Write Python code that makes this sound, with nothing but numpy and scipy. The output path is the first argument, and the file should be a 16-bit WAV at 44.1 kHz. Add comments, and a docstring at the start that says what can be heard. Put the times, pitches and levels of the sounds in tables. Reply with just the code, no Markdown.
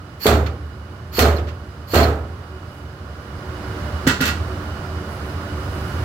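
"""A long metal pole is jerked down three times on a walled rooftop. It scrapes and squeals through its
guide, lands with a thud and a clack, sets the mast chattering and makes the roof slab boom.
Later it knocks twice and rattles as it is worked loose; sleeves and hands brush faintly.
Cooling fans and light wind hum throughout, louder in the second half."""
import sys
import numpy as np
from scipy import signal
from scipy.fft import rfft, irfft, next_fast_len
from scipy.io import wavfile
from scipy.ndimage import map_coordinates

SR = 44100
rng = np.random.default_rng(int(sys.argv[2]) if len(sys.argv) > 2 else 0)


def wav_record(signal):
    """Record a signal, one row per channel, as 16-bit PCM in the file named by sys.argv[1]."""
    frames = np.transpose(np.atleast_2d(signal))
    bounded = np.clip(frames, -1, 1)
    # unit amplitude maps onto the largest positive 16-bit level
    quanta = np.round(bounded * 32767).astype(np.int16)
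    wavfile.write(sys.argv[1], SR, quanta)


N = 266364
TIME = np.arange(N) / SR
ONE_SECOND = TIME[:SR]


def amp(db):
    """Decibels to gain."""
    return 10 ** (np.asarray(db) / 20)


def along(points, hz):
    """Read a curve of (f/Hz, value) points on a log frequency axis."""
    freqs, values = np.transpose(points)
    return np.interp(np.log(hz + 1), np.log(freqs), values)


def since(start):
    """Seconds since start, zero before."""
    return np.maximum(TIME - start, 0)


def fade(t, t60):
    """Exponential decay, 60 dB down at t60."""
    return np.exp(-np.log(1000) * t / t60)


def rise(t, attack):
    """Exponential attack from 0 towards 1."""
    return 1 - np.exp(-t / attack)


def swell(peak, width):
    """A bell-shaped envelope around the time peak."""
    return np.exp(-((TIME - peak) / width) ** 2)


def add(track, start, x):
    """Mix x into the track at start seconds."""
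    part = track[..., round(start * SR):][..., :x.shape[-1]]
    part += x[..., :part.shape[-1]]


def wobble(rate):
    """A smooth random curve, rate knots a second."""
    knots = rng.standard_normal(N // 100)
    return map_coordinates(knots, [TIME * rate], mode="mirror")


def filtered(x, response):
    """EQ x with a gain that is a function of frequency."""
    n = x.shape[-1]
    padded = next_fast_len(n + 8192, real=True)
    hz = np.fft.rfftfreq(padded, 1 / SR)
    return irfft(rfft(x, padded) * response(hz), padded)[..., :n]


# stereo width, near mono in the bass: f/Hz, side minus mid/dB
WIDTH = [(60, -42), (200, -16), (380, -18), (700, -8.5), (1300, -1.5), (2400, 0.5), (15000, 0)]


def stereo(pair, gain):
    """Two unrelated signals become mid and side of an EQ'd left-right pair of rms 1."""
    def mid_side_eq(hz):
        width = amp(along(WIDTH, hz))
        return gain(hz) * np.array([np.ones_like(width), width]) / np.hypot(1, width)
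    mid, side = filtered(pair, mid_side_eq)
    out = np.array([mid + side, mid - side])
    return out / np.sqrt(np.mean(out ** 2) + 1e-20)


def noise(spectrum, size=N, grain_db=0):
    """Coloured stereo noise; grain_db roughens it into millisecond grains."""
    grains = np.repeat(rng.standard_normal(size // 64 + 1), 64)[:size]
    gritty = rng.standard_normal((2, size)) * amp(grain_db * grains)
    return stereo(gritty, lambda hz: amp(along(spectrum, hz)))


def resonant_noise(peaks):
    """Stereo noise of rms 1 held in resonant peaks."""
    def gain(hz):
        return sum(amp(db) / np.sqrt(width) / (1 + (2 * (hz - centre) / width) ** 2)
                   for centre, width, db in peaks)
    return stereo(rng.standard_normal((2, N)), gain)


def ring(modes, attack):
    """One second of damped modes, struck once."""
    t = ONE_SECOND
    tones = sum(amp(db) * fade(t, t60) * np.sin(2 * np.pi * hz * t) for hz, db, t60 in modes)
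    return tones * rise(t, attack)


def chatter(modes, length, count=12):
    """Modes struck by an even run of light contacts, each at a random phase."""
    out = np.zeros((2, SR))
    hits = (np.linspace(0, length, count) * SR).astype(int)
    for hz, db, t60 in modes:
        kicks = np.zeros((2, SR), complex)
        kicks[:, hits] = np.exp(2j * np.pi * rng.random((2, count)))
        swing = signal.lfilter([1], [1, -fade(1 / SR, t60)], kicks)
        tone = np.real(swing * np.exp(2j * np.pi * hz * ONE_SECOND))
        out += amp(db) * np.sqrt(t60) * tone / np.linalg.norm(swing, axis=1, keepdims=True)
    return stereo(out, np.ones_like) * np.sqrt(length + 0.036)


def damped(x, t60s, hold=0):
    """Each frequency holds, then dies at its own speed."""
    hz, t, bands = signal.stft(x, SR, nperseg=256)
    decay = fade(np.maximum(t - hold, 0), along(t60s, hz)[:, None])
    return signal.istft(bands * decay, SR, nperseg=256)[1][:, :x.shape[1]]


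# fader moves of the background bed: t/s, rumble level/dB, rush level/dB
BED_FADERS = [(0, -39.5, -41.5), (1, -35.5, -41.5), (3.05, -35.5, -40), (3.8, -28.5, -31),
              (5.1, -32, -33.5), (6.04, -27, -30)]
# airy fan rush: f/Hz, level/dB
FAN_EQ = [(70, -14), (130, -3), (250, -9), (400, -13.5), (600, -11), (900, -15.5), (1400, -14),
          (2200, -23.5), (3400, -28.5), (4800, -29), (7500, -38), (11000, -43), (16000, -42.5)]
# fan whine: f/Hz, width/Hz, level/dB
FAN_TONES = [(371.2, 18, -10), (219.2, 6.8, -16), (296.5, 16.4, -12), (470.4, 13, -19), (587, 13, -18),
             (1125, 290, -15), (1435, 52, -17.5), (2935, 93, -20.5), (4980, 21, -28), (10090, 360, -33)]
# low wind rumble: f/Hz, level/dB
WIND_EQ = [(13, -69), (22, -45), (43, -17), (58, -16), (70, -1), (87, 0.5), (189, -17.5), (220, -19),
           (290, -41), (480, -120)]


def fans_and_wind():
    """Fans rush and whine over a throbbing low hum and wind rumble."""
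    times, *faders = np.transpose(BED_FADERS)
    rumble_db, rush_db = [np.interp(TIME, times, fader) for fader in faders]
    rush_gain = amp(rush_db + 0.25 * wobble(rate=3.8))
    fans = amp(-0.5) * noise(FAN_EQ) + amp(-4.5) * resonant_noise(FAN_TONES)
    hum = amp(-3.5) * resonant_noise([(78.9, 12.0, 0)])
    return rush_gain * fans + amp(rumble_db) * (noise(WIND_EQ) + hum)


# cues for the three jerks, shared by friction and landings: landing t/s, body level/dB, thud f/Hz,
# thud level/dB, chatter length/s, boom lag/s, pull level/dB, squeal hold/s
JERKS = [(.257, -15.5, 424, -3.5, .062, 0.0202, 0, 0.022), (1.184, -16, 468, -11.5, 0.082, 0.0077, 2, .045),
         (1.935, -15, 382, -11, 0.093, .011, -5, 0.064)]
PULL_S, GRIP_S = 0.076, 0.028  # the slide before a landing; the time friction takes to bite
SWELL_DB_PER_S = 236  # friction grows as the pole speeds up
JOLT_LAG_S, JOLT_RISE_S = 0.0038, 0.0097  # the landing throws the pole against its guide


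def friction(pull_db, jolt_db, t60, hold_share):
    """Two rubbing envelopes: one swells with each pull; one jumps at the landing, holds and dies."""
    pull, jolt = np.zeros((2, N))
    for landing, *_, effort_db, squeal_s in JERKS:
        bite = np.minimum(since(landing - PULL_S) / GRIP_S, 1) ** 2
        swell_db = SWELL_DB_PER_S * np.minimum(TIME - landing, 0)
        landed = rise(since(landing + JOLT_LAG_S), JOLT_RISE_S)
        pull += (1 - landed) * bite * amp(pull_db + effort_db + swell_db)
        jolt += landed * amp(jolt_db) * fade(since(landing + hold_share * squeal_s), t60)
    return pull, jolt


# gritty scrape: f/Hz, level/dB
SCRAPE_EQ = [(500, 1), (1200, 10.5), (3000, 9.5), (5000, -4), (7000, 5.5), (10000, -15), (12500, -9),
             (16000, -6)]
# piercing squeal: f/Hz, width/Hz, level/dB
SQUEAL_PEAKS = [(4270, 250, 7), (4600, 190, -13), (5060, 890, -3)]
# thin whistle on top: f/Hz, width/Hz, level/dB
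WHISTLE_PEAKS = [(12100, 200, 4), (11440, 250, -5), (13100, 2400, 4)]
# squeaks from brief slips in the guide: t/s, level/dB
SLIPS = [(.468, -46.5), (1.371, -36.5), (1.489, -47), (2.038, -28.5)]
SQUEAL_SHARP_HZ = 129  # the squeal is higher while the pole still runs


def slides():
    """The pole scrapes through its guide, which excites its high resonances; short slips squeak."""
    slips = sum(amp(db) * swell(peak, width=0.0077) for peak, db in SLIPS)
    scrape_gain = sum(friction(pull_db=-30.5, jolt_db=-22, t60=0.39, hold_share=0.45))
    whistle_gain = sum(friction(pull_db=-30.5, jolt_db=-30, t60=0.33, hold_share=0.3))
    running, stopping = friction(pull_db=-29.5, jolt_db=-27.5, t60=0.28, hold_share=1)
    sharp_peaks = [(hz + SQUEAL_SHARP_HZ, width, db) for hz, width, db in SQUEAL_PEAKS]
    squeal = running * resonant_noise(sharp_peaks) + (stopping + slips) * resonant_noise(SQUEAL_PEAKS)
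    grip = amp(1.4 * wobble(rate=90.3))  # the contact catches and lets go
    scrape = scrape_gain * noise(SCRAPE_EQ, grain_db=2.5)
    whistle = (whistle_gain + amp(-12.5) * slips) * resonant_noise(WHISTLE_PEAKS)
    return scrape + grip * (squeal + whistle)


# short thud of the pole's foot: multiple of thud f, level/dB, t60/s
FOOT_MODES = [(1, 3, 0.035), (1.32, -15, 0.065), (1.85, -18, 0.037)]
# dense body of the hit: f/Hz, level/dB
BODY_EQ = [(60, -26), (100, -3.5), (150, -11.5), (200, -16), (300, -10.5), (420, -10), (700, -12.5),
           (950, -19.5), (1400, -19), (2450, -29), (4000, -34), (8000, -48.5)]
# tail of that body: f/Hz, t60/s
BODY_DECAY = [(120, 0.9), (450, 0.61), (1400, 0.52), (4000, 0.41), (10000, 0.44)]
# clang of pole and mast: f/Hz, level/dB, t60/s
MAST_MODES = [(237.6, -2.5, 0.22), (417, -4.5, 0.58), (577, -9.5, 0.7), (675.5, -4.5, 0.28),
              (740, -10, 0.37), (791, -15, 0.73), (864, -16.5, 0.44), (1245, -11.5, 0.2), (1282, -19, 0.69),
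              (1330, -24, 0.57), (1570, -12, 0.27), (1920, -23, 0.27)]
# deep boom of the roof slab: f/Hz, level/dB, t60/s
SLAB_MODES = [(76.5, 3, 0.91), (83, -14.5, 0.33), (62.6, -12, 0.84)]


def landings():
    """The foot thuds, the mast chatters with dense modes, and the slab swells into a boom."""
    out = np.zeros((2, N))
    boom = amp(-9.5) * ring(SLAB_MODES, attack=0.03)
    for start, body_db, thud_hz, thud_db, chatter_s, boom_lag, _, _ in JERKS:
        foot = [(ratio * thud_hz, db, t60) for ratio, db, t60 in FOOT_MODES]
        add(out, start, amp(thud_db) * ring(foot, attack=0.00057))
        body = damped(noise(BODY_EQ, size=SR, grain_db=-0.5), BODY_DECAY, hold=chatter_s)
        body *= rise(ONE_SECOND, attack=0.0045)
        clang = amp(-4) * chatter(MAST_MODES, chatter_s)
        add(out, start, amp(body_db) * (body + clang))
        add(out, start + boom_lag, boom)
    return out


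# reverb of the parapet walls, also the tail of the knocks' rattle: f/Hz, t60/s
WALL_DECAY = [(200, 0.54), (2000, 0.28), (6000, .3), (14000, 0.19)]


def contacts(cues, spectrum, attack, t60, wet_db):
    """Brief noise bursts of metal on metal, answered by the parapet walls."""
    envelope, t = np.zeros(N), TIME[:SR // 4]
    for start, db in cues:
        add(envelope, start, amp(db) * fade(t, t60) * rise(t, attack))
    direct = envelope * noise(spectrum)
    tail = damped(rng.standard_normal((2, SR // 2)), WALL_DECAY)
    reverb = signal.fftconvolve(direct, tail / np.linalg.norm(tail[0]), axes=1)[:, :N]
    return direct + amp(wet_db) * reverb


# hard metal hits: t/s, relative level/dB, rebound against the hit/dB
CLACK_CUES = [(0.2666, -16.5, -15), (1.1912, -16.5, -7), (1.944, -26.5, -2), (4.074, -18.5, -20),
              (4.2108, -24.5, -15), (4.255, -23.5, -9), (4.277, -28.5, -16)]
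# their bright snap: f/Hz, level/dB
CLACK_EQ = [(400, -25), (1500, 10), (4000, 9.5), (8000, 1), (10500, -1), (13000, 6), (16000, -3)]


def clacks():
    """Bright contacts of metal on metal, each with one quick rebound."""
    flight_s = 0.0107
    hits = [(start, db) for start, db, _ in CLACK_CUES]
    rebounds = [(start + flight_s, db + rebound_db) for start, db, rebound_db in CLACK_CUES]
    return amp(11.5) * contacts(hits + rebounds, CLACK_EQ, attack=0.00058, t60=0.014, wet_db=0.5)


# light settling taps: t/s, relative level/dB
TAP_CUES = [(.46, -33), (1.380, -37), (1.469, -42.5), (1.484, -42), (4.286, -27)]
# their midrange tick: f/Hz, level/dB
TAP_EQ = [(300, -24), (1200, 7), (3200, 3), (4500, -4), (7000, -10), (10000, -28), (16000, -26)]


def taps():
    """Softer, duller contacts as the pole settles."""
    return amp(9.0) * contacts(TAP_CUES, TAP_EQ, attack=0.0048, t60=0.08, wet_db=-7.0)


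# cloth moves: peak t/s, half width/s, level/dB
SWISH_CUES = [(2.76, 0.12, -63), (5.14, 0.075, -52.5), (5.3, .05, -55), (5.85, 0.3, -53)]
# soft, high cloth hiss: f/Hz, level/dB
CLOTH_EQ = [(3000, -25), (7000, -3), (10500, 2), (13000, -2), (16000, -6)]


def clothes():
    """Sleeves and hands brush in faint, grainy swishes."""
    envelope = sum(amp(db) * swell(peak, width) for peak, width, db in SWISH_CUES)
    return envelope * noise(CLOTH_EQ, grain_db=3.0)


# working the pole loose: t/s, relative thud level/dB, ring level/dB, rattle level/dB, rattle length/s
KNOCK_CUES = [(4.067, -4, -23, -20, 0.038), (4.205, -10, -25.5, -22.5, 0.076)]
# dull sideways blow: f/Hz, level/dB, t60/s
KNOCK_MODES = [(263.8, 0, 0.077), (154, -6, 0.097), (495, -5.5, 0.034)]
# bright ring of the free pole: f/Hz, level/dB, t60/s
TUBE_MODES = [(1413, 1, 0.34), (1467, -2.5, 0.27), (1630, -10, .25), (1920, 2, 0.23), (2150, -6, 0.2),
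              (2662, 2.5, 0.24), (3020, 0, 0.091), (3820, -18, 0.28), (4240, -7, 0.36), (4300, -19, 0.27),
              (6304, -23, .25), (7381, -10.5, .25), (8650, -15, .16), (12000, -23, .2)]
# rattle in the guide: f/Hz, level/dB
RATTLE_EQ = [(120, -36), (200, -2), (273, -1.5), (646, -17), (1200, -9.5), (1440, -4.5), (1870, -8),
             (2460, -13.5), (2640, -17), (2790, -9.5), (7100, -20), (10100, -33), (13000, -47),
             (15900, -32)]


def knocks():
    """Two dull sideways blows, each setting the tube ringing and rattling in its guide."""
    out = np.zeros((2, N))
    for start, thud_db, ring_db, rattle_db, rattle_s in KNOCK_CUES:
        thud = amp(thud_db + 3.5) * ring(KNOCK_MODES, attack=0.0037)
        rattle = damped(noise(RATTLE_EQ, size=SR, grain_db=1), WALL_DECAY, hold=rattle_s)
        rattle *= amp(rattle_db) * rise(ONE_SECOND, attack=0.00098)
        tube = amp(ring_db) * chatter(TUBE_MODES, rattle_s)
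        add(out, start, thud + tube + rattle)
    return out


def scene():
    """The pole and its handling over the bed of fans and wind."""
    return landings() + knocks() + slides() + clacks() + taps() + clothes() + fans_and_wind()


# pan by frequency: f/Hz, left minus right/dB
PORT_BALANCE = [(60, -2), (200, -1.5), (380, -3), (700, -4), (1250, -10.5), (2400, -5.5), (3400, -5),
                (4400, -7.5), (5800, -0.5), (7200, -1.5), (7900, 7), (9500, 0), (11500, -4), (13000, -4),
                (15000, -7)]
LOW_CUT_HZ, TOP_HZ = 30, 15850


def record(dry):
    """Two microphone ports colour each side and shed deep bass; then a soft clip and a high cut."""
    def ports(hz):
        balance = amp(np.outer([0.5, -0.5], along(PORT_BALANCE, hz)))
        return balance * hz ** 2 / np.hypot(hz ** 2, LOW_CUT_HZ ** 2)
    coloured = filtered(dry, ports)
    rounded = coloured / (1 + np.abs(coloured) ** 6) ** (1 / 6)
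    return filtered(rounded, lambda hz: hz < TOP_HZ)


dry = scene()
out = record(dry)
wav_record(out)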